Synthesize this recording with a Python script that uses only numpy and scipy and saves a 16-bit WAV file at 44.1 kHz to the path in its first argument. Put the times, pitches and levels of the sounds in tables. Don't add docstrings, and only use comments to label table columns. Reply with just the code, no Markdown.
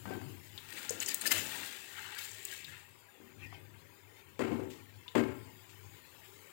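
import sys
import numpy as np
from scipy import signal
from scipy.fft import rfft, irfft, next_fast_len
from scipy.io import wavfile
from scipy.ndimage import map_coordinates

SR = 44100
rng = np.random.default_rng(int(sys.argv[2]) if len(sys.argv) > 2 else 0)


def generate_wav(signal):
    frames = np.transpose(np.atleast_2d(signal))
    scaled = np.clip(frames, -1, 1) * 32767
    pcm = np.round(scaled).astype(np.int16)
    wavfile.write(sys.argv[1], SR, pcm)


N = 287620

# f/Hz, width/Hz, lift/dB
POT_RESONANCES = [(816, 25, 2.5), (984, 55, 8), (1185, 59, 6.5), (1400, 33, 8.5), (1595, 100, 4),
                  (1846, 55, 8.5), (2090, 25, 7), (2300, 53, 4.5), (2625, 88, 5), (2990, 54, 8)]
# f/Hz, level/dB
BURNER_COLOUR = [(20, -56), (50, -23), (72, -15.5), (88, -6), (100, 8), (114, -11), (150, -7.5), (180, -21),
                 (330, -16), (380, -17.5), (450, -66), (700, -74)]


def rice():
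    # t/s, level/dB
    flow_rows = [(0.56, -69), (0.76, -55), (1.12, -55), (1.18, -59), (1.25, -52), (1.65, -51.5),
                 (1.85, -58.5), (2.12, -59), (2.23, -52), (2.39, -59), (2.52, -54.5), (2.78, -67.5),
                 (2.95, -79.5)]
    # t/s, churn level/dB, grain hiss level/dB, build-up/s, fade/(dB/s), large bubbles over small/dB
    slumps = [(1.325, -48.5, -40, 0.017, 43, -1.5), (2.13, -51.5, -65, 0.13, 86, -0.5)]
    # t/s, level/dB, fade/(dB/s)
    gulps = [(0.75, -59, 48), (0.925, -51.5, 80), (1.085, -60, 140), (1.263, -47, 45), (1.345, -62, 73),
             (1.57, -66, 86)]
    # t/s, spray level/dB, splash level/dB, bell half length/s
    clumps = [(0.726, -48.5, -49, 0.0029), (0.784, -52, -47, 0.012), (1.023, -38, -41.5, 0.0087),
              (1.087, -39, -46.5, 0.0084), (1.117, -42, -43.5, 0.012), (1.219, -39.5, -44.5, 0.0043),
              (1.263, -40, -37, 0.0045), (1.272, -30.5, -45, 0.0078), (1.32, -26.5, -29.5, 0.0063),
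              (1.367, -40.5, -40.5, 0.032), (2.19, -44, -50.5, 0.0054), (2.259, -48, -61, 0.0097),
              (2.524, -55, -50.5, 0.017), (2.696, -61, -57.5, 0.012), (2.732, -75, -58, 0.013),
              (2.767, -77, -57.5, 0.025)]
    # f/Hz, level/dB
    hiss_colour = [(2060, -10), (3500, 0), (5670, -6.5), (7600, -0.5), (9990, -7.5), (12400, -10),
                   (15100, -4), (16000, -4)]
    # f/Hz, level/dB
    sizzle_colour = [(6000, -27), (7400, 6), (8600, -21), (10500, -25)]
    # f/Hz, level/dB
    spray_colour = [(1760, -87), (3000, 4), (3220, -9.5), (5040, -4), (5920, -11), (6950, -0.5),
                    (11800, -10), (13500, -4.5), (16000, -12)]
    # f/Hz, level/dB
    gulp_colour = [(71, -33), (120, -18), (145, -15.5), (225, 0), (359, 1), (425, -2), (750, 1.5),
                   (980, -30), (1650, -120)]
    pour_end = 3.1
    small_db, large_db, hiss_db, sizzle_db = 1.5, -4, 3, -4.5
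    heap_s, heap_db_per_s, sizzle_grows_s = 1.58, 38, 0.82
    gulp_rise_s = 0.018
    surge_db, surges_per_s = 1.6, 35

    flow = gain_curve(flow_rows)
    heap_age = np.maximum(np.arange(N) / SR - heap_s, 0)
    small = flow * amp(small_db)
    large = flow * amp(large_db - heap_db_per_s * heap_age)
    hiss = flow * amp(hiss_db)
    sizzle = flow * amp(sizzle_db) * np.minimum(heap_age / sizzle_grows_s, 1)

    slide = np.zeros(N)
    for s, churn_db, slide_db, rise, fade, large_over_small_db in slumps:
        wash = swell(s, rise, fade)
        small = np.hypot(small, amp(churn_db) * wash)
        large = np.hypot(large, amp(churn_db + large_over_small_db) * wash)
        slide = np.hypot(slide, amp(slide_db) * wash)
    gulp = sum(amp(db) * swell(s, gulp_rise_s, fade) for s, db, fade in gulps)
    clump_spray = sum(amp(db) * burst(s, half) for s, db, _, half in clumps)
    clump_splash = sum(amp(db) * burst(s, half) for s, _, db, half in clumps)

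    plips = bubbles(rate=1500, low_hz=1610, high_hz=5300, cycles=61, spread_db=-2.5,
                    until=pour_end, size=900)
    plips = in_pot(patchy(plips, depth_db=2.0, width_hz=111.2, length=.06))
    blips = in_pot(bubbles(rate=570, low_hz=752, high_hz=1625, cycles=32, spread_db=-0.5,
                           until=pour_end, size=1500))
    air = bubbles(rate=870, low_hz=133.5, high_hz=736, cycles=15, spread_db=2.5,
                  until=pour_end, size=2400)
    slap = in_pot(bubbles(rate=2500, low_hz=900, high_hz=4500, cycles=30, spread_db=1,
                          until=pour_end, size=400))

    patter = clicks(rate=2200, spread_db=3.0, life_s=0.0028)
    patter = patchy(patter, depth_db=3.5, width_hz=120, length=0.025) * amp(1.3 * wobble(25.7))
    strays = coloured(clicks(rate=110, spread_db=2, life_s=.001), hiss_colour) * amp(-4)
    dry_ticks = coloured(clicks(rate=500, spread_db=3, life_s=.002), sizzle_colour)
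    rush = patchy(rng.standard_normal(N), depth_db=3.5, width_hz=180, length=0.017)
    spray = clicks(rate=2500, spread_db=4.5, life_s=0.00024)
    spray = coloured(patchy(spray, depth_db=4.5, width_hz=466, length=0.012), spray_colour)

    surge = amp(surge_db * wobble(surges_per_s))
    stream = surge * (small * plips + large * blips)
    stream += hiss * (coloured(patter, hiss_colour) + strays)
    stream += sizzle * dry_ticks + slide * coloured(rush, hiss_colour)
    return stream + clump_spray * spray + clump_splash * slap + gulp * coloured(air, gulp_colour)


def in_pot(x):
    # f/Hz, level/dB
    splash_colour = [(500, -33), (700, -13.5), (860, -4.5), (1050, -18), (1300, -4.5), (1800, 4.5),
                     (2700, 7.5), (4000, 5.5), (5500, -2.5), (7200, -49)]
    pitch_drift, lift_drift, drift_per_s = .008, .45, 9
    hz, t, z = signal.stft(x, SR, nperseg=2048)
    lift = 0
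    for centre, width, db in POT_RESONANCES:
        drifted = centre * (1 + pitch_drift * wobble(drift_per_s, t))
        peak_db = db * (1 + lift_drift * wobble(drift_per_s, t))
        lift = lift + peak_db / (1 + (2 * (hz[:, None] - drifted) / width) ** 2)
    return coloured(signal.istft(z * amp(lift), SR, nperseg=2048)[1][:N], splash_colour)


def spits():
    # t/s, level/dB, f/Hz, ring level/dB
    drops = [(0.5773, -30.5, 3640, 10), (0.8934, -19, 6900, 12.5), (0.906, -19, 8160, 4),
             (1.002, -20.5, 7000, 8.5), (1.061, -21.5, 6850, 11.5), (1.087, -14.5, 6800, 3),
             (1.144, -8, 7900, -1.5), (1.2115, -25, 9000, 13), (1.264, -18, 7000, 2),
             (1.316, -11.5, 6900, 8), (2.253, -39, 7660, -1), (2.3145, -29, 7300, 5.5),
             (2.4517, -18.5, 7950, 2.5), (2.6443, -28, 3740, 4.5), (5.0795, -38, 3400, 14.5)]
    crack_colour = [(1500, -45), (5000, -19), (7500, 11), (11000, -4), (14500, 11), (17000, 7)]
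    ring_cycles, crack_t60 = 180, 0.0039
    out, t = np.zeros(N), np.arange(SR // 12) / SR
    for s, db, pitch_hz, ring_db in drops:
        t60 = ring_cycles / pitch_hz
        ring = unit(filtered(rng.standard_normal(len(t)),
                             lambda hz: 1 / (1 + ((hz - pitch_hz) / (.15 * pitch_hz)) ** 2)))
        crack = coloured(rng.standard_normal(len(t)), crack_colour)
        pop = amp(ring_db - 10.0 - 60 * t / t60) * ring
        pop += amp(8.0 - ring_db - 60 * t / crack_t60) * crack
        add(out, s + .0005, amp(db - 10.0) * pop * (1 - np.exp(-t / 0.000098)))
    return out


def plops():
    # t/s, f/Hz, level/dB, t60/s
    large_bubbles = [(0.907, 472, -28.5, 0.044), (1.2555, 1760, -28, 0.064), (1.310, 2040, -24, 0.033),
                     (2.525, 1630, -43, 0.069), (2.681, 1680, -49, 0.16), (3.087, 1630, -55, 0.062),
                     (5.06, 968, -54.5, 0.28)]
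    rise_per_s = 0.47
    out, t = np.zeros(N), np.arange(SR // 6) / SR
    for s, pitch_hz, db, t60 in large_bubbles:
        ring = np.sin(2 * np.pi * pitch_hz * t * (1 + rise_per_s * t))
        add(out, s, amp(db - 60 * t / t60) * (1 - np.exp(-t / 0.00077)) * ring)
    return out


def hollow_knocks():
    # t/s, level/dB, hardness/dB, contact level/dB, contact f/Hz
    blows = [(4.392, -19, -11.5, 1, 310), (4.46, -27, -16, -2, 300), (4.513, -22, -19.5, 8, 239),
             (4.594, -30, -20, 12, 320), (5.151, -14, -11.5, 3, 515)]
    # f/Hz, level/dB, t60/s
    body = [(116, -15, 0.99), (234.9, 4.5, 0.35), (274.6, -0.5, 0.24), (310, -5.5, 0.47), (378, -1, 0.62),
            (440, -13.5, 0.68), (465.4, -3.5, 0.33), (503, -7, 0.34), (581, -10, 0.47), (692, -17.5, 0.32),
            (863, -21.5, 0.91), (1050, -20.5, 0.73), (1343, -17, 0.54), (1590, -17.5, 0.53),
            (2107, -11, 0.22), (2170, -21.5, 0.76), (2655, -12, 0.18)]
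    return strikes(blows, body, thud_db=-27, contact_t60=0.095)


def rim_bumps():
    # t/s, level/dB, hardness/dB, contact level/dB, contact f/Hz
    blows = [(0.0545, -30.5, -13.5, 8.5, 1040), (0.106, -28, -14, 9.5, 446), (0.213, -40.5, -15.5, 13, 900),
             (3.2, -42.5, -38, 10.5, 270), (3.35, -50, -30, 0, 300), (3.526, -59, -1, 28, 850)]
    # f/Hz, level/dB, t60/s
    rim = [(196.2, 4, 0.3), (235.9, -0.5, 0.63), (279.3, 7, 0.22), (379.4, -1, 0.67), (755, -3, 0.37),
           (875, -12, 0.4), (1120, -11, 0.14), (1367, -7, 0.17), (1550, -0.5, 0.35)]
    return strikes(blows, rim, thud_db=-28, contact_t60=0.037)


def strikes(blows, modes, thud_db, contact_t60):
    # f/Hz, level/dB
    thud_colour = [(30, -52), (70, -13), (110, -10), (190, -9), (250, 7.5), (400, 0.5), (570, -9),
                   (700, -12), (950, -12), (2000, -39)]
    # f/Hz, level/dB
    clack_colour = [(300, -5), (700, 0), (1400, -3.5), (2200, -4.5), (3100, -9), (3700, -17.5),
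                    (4800, -17.5), (5700, -27), (7500, -17), (11000, -34.5), (15500, -25)]
    contact_q = 1
    out, t = np.zeros(N), np.arange(SR) / SR
    for s, db, hard_db, contact_db, contact_hz in blows:
        ring = np.zeros(SR)
        for hz, level, t60 in modes:
            brightness = (hard_db + 12.5) * np.clip(hz / 500 - 1, 0, 1)
            strength = level + rng.normal(0, 1) + brightness
            twin = hz * (1 + 0.0105 * rng.standard_normal())
            pair = np.sin(2 * np.pi * (hz * t + rng.random()))
            pair += 0.58 * np.sin(2 * np.pi * (twin * t + rng.random()))
            ring += amp(strength - 2.0 - 60 * t / t60) * pair
        thud = coloured(tail()[:SR], thud_colour)
        rattle = amp(3 * wobble(170, t))
        clack = coloured(tail()[:SR], clack_colour) * rattle
        push = unit(filtered(
            rng.standard_normal(SR),
            lambda hz: 1 / (1 + (contact_q * (hz / contact_hz - contact_hz / (hz + 1))) ** 2)))
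        contact = amp(contact_db - 17.0 - 60 * t / contact_t60) * push
        room = (amp(-13.0) * ring + amp(thud_db) * thud) * (1 - np.exp(-t / 0.018))
        room += amp(hard_db - 23.5) * clack
        add(out, s, amp(db) * (room + contact) * (1 - np.exp(-t / 0.00085)))
    return out


def booms():
    # t/s, level/dB
    boom_rows = [(0.08, -46), (0.255, -47), (1.37, -52), (4.54, -44.5), (5.23, -45.5)]
    rise_s, fade_db_per_s = 0.02, 56.5
    level = sum(amp(db) * swell(s, rise_s, fade_db_per_s) for s, db in boom_rows)
    return level * coloured(rng.standard_normal(N), BURNER_COLOUR)


def rustle():
    # t/s, level/dB, bell half length/s
    scrapes = [(3.425, -56, 0.022), (3.463, -56, 0.025), (3.543, -53.5, 0.026), (4.194, -57, 0.022)]
    scrape_colour = [(500, 1.0), (950, 1), (1300, -7), (2100, 10.5), (3100, 2), (4000, -8), (9000, -21)]
    level = sum(amp(db) * burst(s, half) for s, db, half in scrapes)
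    scrape = patchy(ticks(rate=2500, spread_db=3), depth_db=8.0, width_hz=100, length=.05)
    return level * coloured(scrape, scrape_colour)


def stove():
    # t/s, level/dB
    boil_rows = [(0.3, -57.5), (3.0, -65), (4.3, -65), (6.5, -59)]
    # t/s, level/dB
    rumble_rows = [(0.0, -52), (0.4, -68), (0.7, -61), (1.1, -74), (1.75, -73), (1.88, -65.5), (2.3, -62.5),
                   (2.53, -68), (2.7, -56), (2.92, -63.5), (3.13, -76), (3.37, -56), (3.98, -71.5),
                   (4.27, -59.5), (5.7, -69.5), (5.83, -62.5), (6.5, -69.5)]
    # f/Hz, level/dB
    simmer_colour = [(100, -78), (170, -4), (287, 0.5), (345, 1.5), (385, 11), (450, 1), (620, -6.5),
                     (750, -8), (1000, -12.5), (1160, -15.5), (2110, -5), (2780, -7), (3070, -18.5),
                     (3350, -17.5), (5500, -26), (7150, -61), (12100, -120)]
    # f/Hz, level/dB
    steam_colour = [(2200, -5), (3100, -0.5), (4500, -6), (4900, -5), (5740, -13.5), (6770, -4.5),
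                    (6920, -4), (7330, -2), (8070, -7), (11200, -10), (15100, -2.5), (16000, -7)]
    # t/s, level/dB, fade/(dB/s)
    puff_rows = [(4.707, -54.5, 142), (5.697, -58.5, 249)]
    puff_colour = [(1200, -11), (2700, 1), (5600, -7.5), (7500, -3.0), (11000, -23), (15000, -9)]
    flutter_db, flutter_per_s = 3.5, 6.4
    simmer_db, simmer_follows = -63.5, 0.17
    puff_rise_s = 0.0048

    t = np.arange(N) / SR
    boil_db = np.interp(t, *np.transpose(boil_rows))
    rumble_db = np.interp(t, *np.transpose(rumble_rows))
    flame = amp(rumble_db + flutter_db * wobble(flutter_per_s))
    flame = flame * coloured(rng.standard_normal(N), BURNER_COLOUR)

    simmer = amp(simmer_db + simmer_follows * (boil_db - boil_db.mean()))
    blips = bubbles(rate=450, low_hz=784.0, high_hz=4512, cycles=89, spread_db=2.5,
                    until=N / SR, size=1500)
    fizz = patchy(rng.standard_normal(N), depth_db=5.5, width_hz=70, length=.05) * amp(1.6 * wobble(20))
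    bubbling = filtered(amp(-5.0) * blips + fizz, lambda hz: amp(pot_lift(hz)))
    pot = simmer * coloured(bubbling, simmer_colour)

    steam = patchy(ticks(rate=14000, spread_db=5), depth_db=5.0, width_hz=100, length=.05)
    vapour = amp(boil_db) * coloured(steam, steam_colour) * amp(0.63 * wobble(31))
    puffs = sum(amp(db) * swell(s, puff_rise_s, fade) for s, db, fade in puff_rows)
    puffs = puffs * coloured(ticks(rate=5300, spread_db=3), puff_colour)
    return flame + pot + vapour + puffs


def pot_lift(hz):
    return sum(db / (1 + (2 * (hz - centre) / width) ** 2) for centre, width, db in POT_RESONANCES)


def bubbles(rate, low_hz, high_hz, cycles, spread_db, until, size=700):
    when, pitch, strength = rng.random((int(rate * until), 3)).T[:, :, None]
    turns = low_hz * (high_hz / low_hz) ** pitch * np.arange(size) / SR
    age = turns / cycles
    level_db = spread_db * np.minimum(-np.log(1 - strength), 3) - 60 * age
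    rings = amp(level_db) * np.sin(2 * np.pi * turns * (1 + 0.02 * np.minimum(age, 2)))
    span = int(until * SR)
    places = (when * span).astype(int) + np.arange(size)
    sound = np.bincount(places.ravel(), rings.ravel(), span)[:span]
    return unit(np.resize(sound, N))


def ticks(rate, spread_db):
    hit = rng.random(N) < rate / SR
    size = amp(spread_db * np.clip(rng.standard_normal(N), -2, 2))
    return unit(hit * rng.choice([-1, 1], N) * size)


def clicks(rate, spread_db, life_s):
    energy = ticks(rate, spread_db) ** 2
    keep = np.exp(-2 / (SR * max(life_s, 1 / SR)))
    envelope = np.sqrt(signal.lfilter([1], [1, -keep], energy))
    return unit(envelope * rng.uniform(-1.07, 1, N))


def patchy(x, depth_db, width_hz, length):
    z = signal.stft(x, nperseg=1024)[2]
    rows, cols = np.indices(z.shape)
    rows = rows * SR / 1024 / max(width_hz, 40)
    cols = cols * 512 / SR / max(length, .012)
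    field = map_coordinates(rng.standard_normal(z.shape), [rows, cols], order=1, mode="mirror")
    lift = amp(depth_db * np.clip(unit(field), -2, 2))
    return unit(signal.istft(z * lift, nperseg=1024)[1][:N])


def swell(s, rise, fade_db_per_s):
    t = np.arange(N) / SR - s
    return np.exp(-(np.minimum(t, 0) / rise) ** 2 / 2) * amp(-fade_db_per_s * np.maximum(t, 0))


def burst(s, half):
    return np.exp(-((np.arange(N) / SR - s) / half) ** 2 / 2)


def gain_curve(rows):
    s, db = np.transpose(rows)
    times = np.r_[s[0] - .05, s, s[-1] + .05]
    return amp(np.interp(np.arange(N) / SR, times, np.r_[-120, db, -120]))


def wobble(rate, at=None):
    at = np.arange(N) / SR if at is None else at
    fine = np.arange(0, N * rate / SR + 2, 1 / 8)
    knots = rng.standard_normal(int(N * rate / SR) + 4)
    return np.interp(at * rate, fine, map_coordinates(knots, [fine]))


def amp(db):
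    return 10 ** (np.asarray(db) / 20)


def unit(x):
    return x / np.sqrt(np.mean(x ** 2) + 1e-20)


def along(points, hz):
    f, v = np.transpose(points)
    return np.interp(np.log(hz + 1), np.log(f + 1), v)


def filtered(x, response):
    size = x.shape[-1]
    m = next_fast_len(size + 8192)
    return irfft(rfft(x, m) * response(np.fft.rfftfreq(m, 1 / SR)), m)[..., :size]


def coloured(x, spectrum):
    return unit(filtered(x, lambda hz: amp(along(spectrum, hz))))


def add(track, s, sound):
    start = max(round(s * SR), 0)
    track[start:start + len(sound)] += sound[:N - start]


def tail():
    # f/Hz, t60/s
    kitchen = [(100, 0.8), (300, 0.48), (2000, 0.51), (5000, 0.42), (15000, 0.3)]
    hz, t, z = signal.stft(rng.standard_normal(SR), SR, nperseg=256)
    return signal.istft(z * amp(-60 * t / along(kitchen, hz)[:, None]), SR, nperseg=256)[1]


def diffuse(x):
    echo = tail()
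    return signal.fftconvolve(x, echo / np.linalg.norm(echo))[:N]


def scattered(x):
    z = signal.stft(x, nperseg=512)[2]
    return signal.istft(z * np.exp(2j * np.pi * rng.random(z.shape)), nperseg=512)[1][:N]


def scene():
    leak_colour = [(60, -25.0), (300, -30), (1500, -29.5), (5000, -18.0), (15000, -33.5)]
    floor_colour = [(30, -1), (110, 20.5), (300, 10.5), (1000, 4.0), (15000, -3.5)]
    pour = rice() + spits() + plops()
    near = pour + amp(-9.5) * diffuse(pour)
    near += hollow_knocks() + rim_bumps() + booms() + rustle() + stove()
    leak = filtered(scattered(diffuse(near)), lambda hz: amp(along(leak_colour, hz)))
    floor = amp(-75.5) * coloured(rng.standard_normal(N), floor_colour)
    return np.array([amp(4.5) * near, leak + floor])


def record(dry):
    low_hz, top_hz = 42, 15950
    return filtered(dry, lambda hz: (hz < top_hz) * hz ** 4 / (hz ** 4 + low_hz ** 4))


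dry = scene()
out = record(dry)
generate_wav(out)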